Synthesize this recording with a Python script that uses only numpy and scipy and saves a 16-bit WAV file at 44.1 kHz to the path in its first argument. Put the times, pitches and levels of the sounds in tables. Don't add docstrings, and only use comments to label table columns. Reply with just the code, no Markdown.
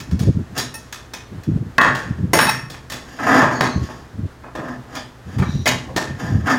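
import sys
import numpy as np
from scipy import signal
from scipy.fft import rfft, irfft, next_fast_len
from scipy.io import wavfile
from scipy.ndimage import uniform_filter1d

SR = 44100
rng = np.random.default_rng(int(sys.argv[2]) if len(sys.argv) > 2 else 0)


def generate_wav(sig):
    pcm = np.round(np.clip(np.atleast_2d(sig).T, -1, 1) * 32767).astype(np.int16)
    wavfile.write(sys.argv[1], SR, pcm)


N = 290390
TIME = np.arange(N) / SR


# (frequency [Hz], bandwidth [Hz], lift [dB])
BODY_MODES = [(130.6, 14, 6.5), (249.2, 13, 11.5), (322, 40, 4), (620, 16, 5.5), (686, 39, 3.5),
              (874, 22, 8.5), (1009, 65, 5.5), (1100, 2.3, 10.5), (1215, 11, 5), (1256, 21, 3),
              (1660, 57, 6), (1796, 77, 9.5), (1630, 31, 4), (2520, 52, 6), (3380, 115, 6), (4770, 147, 10),
              (5270, 600, 8.5), (6620, 82, 9)]

def sheet():
    return resonate(knocks() + drags(), BODY_MODES) + flop() + squeals()


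# (time [s], clang level [dB], thud re clang [dB], crack re clang [dB],
# favoured resonance [Hz], ring length [ratio])
IMPACTS = [(0.001, -27.5, -15, 0, 2240, 0.66), (0.111, -34, -8, -0.5, 3080, 0.71),
           (0.192, -31, 2, 5.5, 2260, 1.34), (0.578, -27.5, 8, 13, 5380, 0.78),
           (0.593, -17, -18, -2, 6640, 0.97), (0.741, -47.5, 10, 15.5, 5690, 1.5),
           (0.925, -25, -25, 1, 3500, .95), (1.135, -25.5, -8.5, 0.5, 1390, .75),
           (1.167, -29, -20, -6, 3450, 0.91), (1.434, -42, -8, 4.5, 1750, .6),
           (1.781, -1, -8.5, -19.5, 1130, 1.07), (1.811, 3, -29, -16, 1800, 1.05),
           (1.847, -6.5, -8.5, -21.5, 1780, 1.04), (1.949, -18, -8.5, -6.5, 1770, 1.54),
           (2.333, -4, -2.5, -4, 5440, 1.17), (2.388, 5, -28, -14, 2360, 0.85),
           (2.467, -15, -9, -3, 880, 0.53), (2.495, -10.5, -27, -7.5, 1720, 1.05),
           (2.699, -36, -0.5, 5.5, 5120, 1.12), (2.742, -28, -20, -9, 1720, 0.63),
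           (2.899, -28, -8, 3, 5510, 1), (2.919, -23.5, -6.5, 1.5, 2030, 1.17),
           (3.187, -15, -16, -20, 1640, 0.86), (3.416, -0.5, -12.5, -21.5, 906, 1.4),
           (3.607, -3, -8, -11.5, 745, 1.08), (3.886, -24, -4.5, -26, 1840, 1.22),
           (4.436, -25, -8, -25, 686, 1.16), (4.551, -20, -4, -12, 700, 1.02),
           (4.583, -23.5, -1.5, -27, 690, 2.1), (4.951, -27.5, -21, 0.5, 1200, 1.2),
           (5.383, -21, -6, -7, 820, 0.92), (5.42, -12, -18, -20.5, 1176, 0.77),
           (5.657, -16, -5.5, -0.5, 2080, 1.36), (5.666, -9.5, -6.5, -6, 2210, 1.02),
           (5.675, -11.5, -8, 2.5, 3380, 0.45), (5.962, -12, -5, -4, 1813, 1.22),
           (6.477, -1.5, -29, -30, 1830, 0.79), (6.535, -11, -15, -22, 1790, 1.05)]
IMPACT_BANDS = [400, 1300, 4000, 11000]
# (frequency [Hz], gain [dB])
IMPACT_SPECTRUM = [(70, -11), (130, 0), (260, -4.5), (520, 0), (1000, -4.5), (1450, -5), (1850, -5.5),
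                   (2200, -6), (2900, -5.5), (4000, -4.5), (5000, -9), (6700, -1.5), (8000, -4),
                   (15000, -2.5)]

def knocks(level_db=-7, crack_db=-3, crack_s=0.0034, build_s=0.0009, doubling_db=22.5, grain_db=1.5):
    out, t = np.zeros(N), TIME[:SR]
    grit = rms_one(from_db(grain_db * drift(500)))
    bandwidths_hz = np.array([400, 1400, 5400, 8500])
    band_share_db = 10 * np.log10(bandwidths_hz / (SR / 2))
    crack = 1 + from_db(crack_db) * np.exp(-t / crack_s)
    for s, clang_db, thud_db, hard_db, favoured_hz, length in IMPACTS:
        rise_s = build_s * 2 ** (-hard_db / doubling_db)
        attack = crack * (1 - np.exp(-t / rise_s))
        blow = (ringing(length) + from_db(-6) * tinny_modes()) * attack
        blow = resonate(blow, [(favoured_hz, favoured_hz / 60, 7), (rng.uniform(2350, 6980), 60, 4)])
        sizzle_db = -9.5 + 1.22 * hard_db
        band_db = np.array([thud_db, 0, hard_db, sizzle_db]) - band_share_db
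        add(out, s, from_db(clang_db) * colour(blow, np.column_stack([IMPACT_BANDS, band_db])))
    return from_db(level_db) * colour(out * grit, IMPACT_SPECTRUM)


# (frequency [Hz], gain [dB])
FRICTION_SPECTRUM = [(71, -14), (120, -2.5), (204, -8), (241, -2.5), (370, -5.5), (789, -5.5), (874, -11.5),
                     (1340, -14), (1790, -13), (2150, -20.5), (3450, -16.5), (3900, -22.5), (6770, -19.5),
                     (7820, -29.5), (16000, -32.5)]
# (lower edge [Hz], upper edge [Hz])
FRICTION_BANDS = [(110, 900), (900, 2100), (2100, 16000)]

def drags(growl_db=-7, rasp_db=-4, hiss_db=-6, slips_per_s=1500, uneven_db=3, judder_db=3, lead_s=0.012):
    slips = (rng.random(N) < slips_per_s / SR) * rng.standard_normal(N)
    slips *= from_db(uneven_db * rng.standard_normal(N))
    slips = colour(slips * from_db(judder_db * drift(60)), FRICTION_SPECTRUM)
    out = np.zeros(N)
    for band, level_db, push in zip(FRICTION_BANDS, [growl_db, rasp_db, hiss_db], pushes()):
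        part = rms_one(signal.sosfilt(signal.butter(4, band, "band", fs=SR, output="sos"), slips))
        force = np.interp(TIME + lead_s, TIME, push)
        out += from_db(level_db) * part * force
    return reverberate(out, length=0.52)


# (start [s], swell [s], ease [s], peak rasp level [dB], hiss re rasp [dB])
STROKES = [(0.566, .02, 0.021, -27, 0), (3.04, 0.048, 0.18, -43, 1.5), (3.21, 0.14, 0.12, -12, -13),
           (3.5, 0.034, 0.13, -26, -10.5), (3.76, 0.086, 0.214, -46.5, 5), (4.6, 0.085, 0.092, -32, -11.5),
           (4.894, 0.069, 0.064, -34, -6), (5.25, .05, 0.24, -45, -2.5), (5.47, 0.028, .14, -58, 16),
           (6.173, 0.052, 0.2, -34, -5), (6.458, 0.042, 0.14, -21, -7)]

def pushes(swell_db=15, ease_db=13.5, fade_s=0.012, growl_follows=0.87):
    gains = np.zeros((3, N))
    for s, swell, ease, peak_db, hiss_db in STROKES:
        db = peak_db - np.interp(TIME - s, [0, swell, swell + ease], [swell_db, 0, ease_db])
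        gains += gate(s, swell + ease, fade_s, fade_s) * from_db([growl_follows * db, db, db + hiss_db])
    return gains


# (frequency [Hz], level [dB], decay time T60 [s])
BENDING_MODES = [(1030, 6.5, 0.22), (1100, 4.5, 0.46), (1158, 4.5, 0.38), (1410, -1, 0.54),
                 (1557, -1.5, 0.58), (1660, 3, 0.52), (1750, 2, 0.52), (1860, 5.5, 0.48),
                 (1996, -0.5, 0.46), (2597, -2.5, 0.32)]

def flop(start_s=1.782, ring_db=-12, slap_db=-19.5, flex_rad=1.0, slap_s=0.0062):
    out, t = np.zeros(N), TIME[:SR]
    for hz, db, t60 in BENDING_MODES:
        phase = 2 * np.pi * (hz * t + rng.random()) + flex_rad * drift(47.2)[:SR]
        add(out, start_s, from_db(ring_db + db - 60 * t / t60) * np.sin(phase))
    burst = rng.standard_normal(SR) * np.exp(-t / slap_s)
    slap = colour(burst, [(300, 24.5), (1500, 7), (4500, 11), (9000, -22)])
    add(out, start_s, from_db(slap_db) * slap)
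    return out


# (start [s], duration [s], start pitch [Hz], end pitch [Hz], level [dB])
GLIDES = [(0.578, 0.021, 4780, 4840, -27), (3.494, 0.32, 4560, 4120, -40), (4.957, 0.05, 3290, 3260, -36),
          (5.423, 0.257, 3910, 3920, -42.5), (5.658, 0.02, 2066, 2180, -16.5),
          (5.681, 0.0133, 2480, 3370, -9.5), (5.874, 0.032, 680, 587, -34.5)]

def squeals(hoarseness_hz=330, overtone_ratio=1.48, overtone_db=-4, sag_db=4):
    out = np.zeros(N)
    unsteady = rms_one(drift(2 * hoarseness_hz) + drift(hoarseness_hz))
    for s, length, start_hz, end_hz, db in GLIDES:
        n = int(length * SR)
        phase = 2 * np.pi * np.cumsum(np.linspace(start_hz, end_hz, n)) / SR
        tone = np.sin(phase) + from_db(overtone_db) * np.sin(overtone_ratio * phase)
        envelope = from_db(db - np.linspace(0, sag_db, n)) * signal.windows.tukey(n)
        add(out, s, envelope * tone * unsteady[int(s * SR):][:n])
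    return out + reverberate(out, length=0.92)


# (frequency [Hz], base decay time T60 [s])
DECAY_TIMES = [(120, 0.9), (400, 0.38), (1000, 0.38), (2000, 0.4), (5000, 0.35), (9000, 0.34),
               (15000, 0.15)]

def ringing(length):
    out, t = np.zeros(SR), TIME[:SR]
    spectrum = rfft(rng.standard_normal(SR))
    centres_hz = 125 * 2 ** np.arange(8)
    log_hz = np.log(np.arange(len(spectrum)) + 1)
    for hz, weights in zip(centres_hz, np.eye(len(centres_hz))):
        band = irfft(spectrum * np.interp(log_hz, np.log(centres_hz), weights))
        out += band * np.exp(-np.log(1000) * t / (at_hz(DECAY_TIMES, hz) * length))
    return out


def tinny_modes(count=40):
    spread, phase, strength = rng.random((3, count, 1))
    hz = 2000 + 13500 * spread ** 1.3
    t = TIME[:SR // 2]
    waves = strength ** 2 * np.sin(2 * np.pi * (hz * t + phase))
    decay = np.exp(-np.log(1000) * t / at_hz(DECAY_TIMES, hz))
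    initial_rms = np.linalg.norm(strength ** 2) / np.sqrt(2)
    return np.pad(np.sum(waves * decay, axis=0) / initial_rms, (0, SR - len(t)))


# (time [s], level [dB], favoured frequency [Hz], ring length [ratio])
PLIER_CONTACTS = [(0.741, -30, 5600, 0.84), (2.333, -19.5, 8350, 2.8), (2.39, -20.5, 9900, 2.7),
                  (2.47, -12, 2010, 1.05), (2.497, -21, 4350, 1.22)]
# (frequency [Hz], level [dB], base decay time T60 [s])
STEEL_MODES = [(886, 3, .4), (1331, -1, .35), (1834, -3, .35), (2589, -1, .35), (3838, -10, .2),
               (5362, -4, .22), (5510, -2, .33), (8801, -6, .22), (8900, -8, .22), (9320, -13, .26),
               (10407, -8, .28), (10707, -7, .26), (13190, -13, .26), (14308, -9, .2), (14377, -2, .22)]

def pliers(uneven_db=4, rattle_rad=0.8, shimmer=0.31, ring_kept=0.26, fall_db_per_octave=5):
    out, t = np.zeros(N), TIME[:SR]
    hz, mode_db, t60 = np.transpose(STEEL_MODES)[:, :, None]
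    rattle = rattle_rad * np.array([drift(115)[:SR] for mode in STEEL_MODES])
    for s, db, favoured_hz, length in PLIER_CONTACTS:
        out[round(s * SR):] *= ring_kept
        fall_db = fall_db_per_octave * np.abs(np.log2(hz / favoured_hz))
        strength_db = db + mode_db - fall_db + uneven_db * rng.standard_normal(hz.shape)
        phase = 2 * np.pi * (hz * t + rng.random(hz.shape)) + rattle
        envelopes = from_db(strength_db - 60 * t / (t60 * length))
        add(out, s, np.sum(envelopes * np.sin(phase), axis=0))
    return out * (1 + shimmer * drift(150))


# (start [s], duration [s], level [dB])
GUSTS = [(0.01, 0.089, -29), (0.127, 0.28, -15), (0.427, 0.18, -32.5), (1.317, 0.068, -32),
         (1.48, 0.14, -15.5), (1.643, 0.047, -23), (2.067, 0.25, -23), (3.759, 0.066, -15),
         (4.151, 0.09, -19.5), (5.265, 0.16, -25), (5.379, 0.042, -8), (5.464, 0.16, -16.5),
         (5.746, 0.21, -31), (6.09, 0.068, -21.5), (6.235, 0.21, -19.5), (6.328, 0.053, -13.5)]
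# (frequency [Hz], gain [dB])
TURBULENCE_SPECTRUM = [(15, -46), (25, -52), (54, -25.5), (75, 8), (98, 5.5), (211, -3), (246, -6),
                       (379, -15), (576, -29), (700, -35.5), (910, -107), (1540, -120)]
# (time [s], relative height [ratio])
EDDY_PULSES = [(0.145, 0.67), (0.213, 0.81), (0.3726, 0.78), (1.503, .4), (1.563, 0.78), (2.111, 0.55),
               (3.763, 0.69), (5.495, 0.51), (5.564, 0.4), (6.356, 1)]

def draught(level_db=-2, lumpy_db=5, eddy_db=-3.5, eddy_width_s=0.0016):
    flow = colour(rng.standard_normal(N), TURBULENCE_SPECTRUM)
    flow /= np.sqrt(uniform_filter1d(flow ** 2, size=1400) + 1e-20)
    puffs = sum(from_db(db) * gate(s, length, attack_s=0.015, release_s=0.033) for s, length, db in GUSTS)
    out = from_db(level_db) * rms_one(flow * from_db(lumpy_db * drift(45))) * puffs
    for s, height in EDDY_PULSES:
        offset = np.clip((TIME - s) / eddy_width_s, -20, 20)
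        out *= 1 - np.exp(-offset ** 2 / 10)
        out += from_db(eddy_db) * height * (1 - offset ** 2) * np.exp(-offset ** 2 / 2)
    return out


# (frequency [Hz], gain [dB])
ROOM_SPECTRUM = [(20, 3), (40, -5), (70, 6), (100, -3), (160, -9), (250, -5), (640, -13), (1750, -15.5),
                 (2250, -23), (6700, -31), (8800, -36), (15800, -42.5)]

def room_rush(level_db=-42, waver_db=1):
    gain = from_db(level_db + waver_db * drift(16))
    return gain * rms_one(colour(rng.standard_normal(N), ROOM_SPECTRUM))


# (frequency [Hz], rms level [dB])
MOTOR_PARTIALS = [(121.5, -49), (241, -65)]

def motor_hum(waver=0.05):
    out = np.zeros(N)
    for hz, db in MOTOR_PARTIALS:
        amplitude = np.sqrt(2) * from_db(db) * (1 + waver * drift(3.1))
        out += amplitude * np.sin(2 * np.pi * hz * TIME + drift(4.9))
    return out


def resonate(x, modes):
    out = x.copy()
    for hz, width, lift_db in modes:
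        out += (from_db(lift_db) - 1) * signal.lfilter(*signal.iirpeak(hz, hz / width, fs=SR), x)
    return out


def reverberate(x, length):
    ring = ringing(length)
    return signal.fftconvolve(x, ring / np.linalg.norm(ring))[:N]


def colour(x, spectrum):
    size = 2 * next_fast_len(len(x) // 2 + 2048)
    gain = from_db(at_hz(spectrum, np.fft.rfftfreq(size, 1 / SR)))
    cepstrum = irfft(np.log(gain))
    cepstrum[1:size // 2] *= 2
    cepstrum[size // 2 + 1:] = 0
    return irfft(rfft(x, size) * np.exp(rfft(cepstrum)))[:len(x)]


def at_hz(points, hz):
    knots_hz, values = np.transpose(points)
    return np.interp(np.log(np.maximum(hz, 1)), np.log(knots_hz), values)


def drift(rate_hz):
    knots = rng.standard_normal(4000)
    return rms_one(np.interp(TIME * rate_hz, np.arange(len(knots)), knots))


def gate(start, length, attack_s, release_s):
    return np.interp(TIME - start, [-attack_s, 0, length, length + release_s], [0, 1, 1, 0])


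def add(out, s, sound):
    i = max(round(s * SR), 0)
    out[i:i + len(sound)] += sound[:max(N - i, 0)]


def from_db(db):
    return 10 ** (np.asarray(db) / 20)


def rms_one(x):
    return x / np.sqrt(np.mean(x ** 2) + 1e-20)


def scene(low_cut_hz=38):
    sound = sheet() + pliers() + draught() + room_rush() + motor_hum()
    return signal.sosfilt(signal.butter(2, low_cut_hz, "high", fs=SR, output="sos"), sound)[None]


def record(dry, threshold_db=-2, release_db_per_s=120, attack_s=0.0009, max_peak=0.72, cutoff_hz=15800):
    over_db = np.maximum(20 * np.log10(np.abs(dry) + 1e-9) - threshold_db, 0)
    release_db = release_db_per_s * TIME
    held_db = np.maximum.accumulate(over_db + release_db, axis=1) - release_db
    lag = np.exp(-1 / (attack_s * SR))
    reduction_db = signal.lfilter([1 - lag], [1, -lag], held_db)
    clipped = np.clip(dry * from_db(-reduction_db), -max_peak, max_peak)
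    return signal.sosfilt(signal.ellip(10, .1, 80, cutoff_hz, fs=SR, output="sos"), clipped)


dry = scene()
out = record(dry)
generate_wav(out)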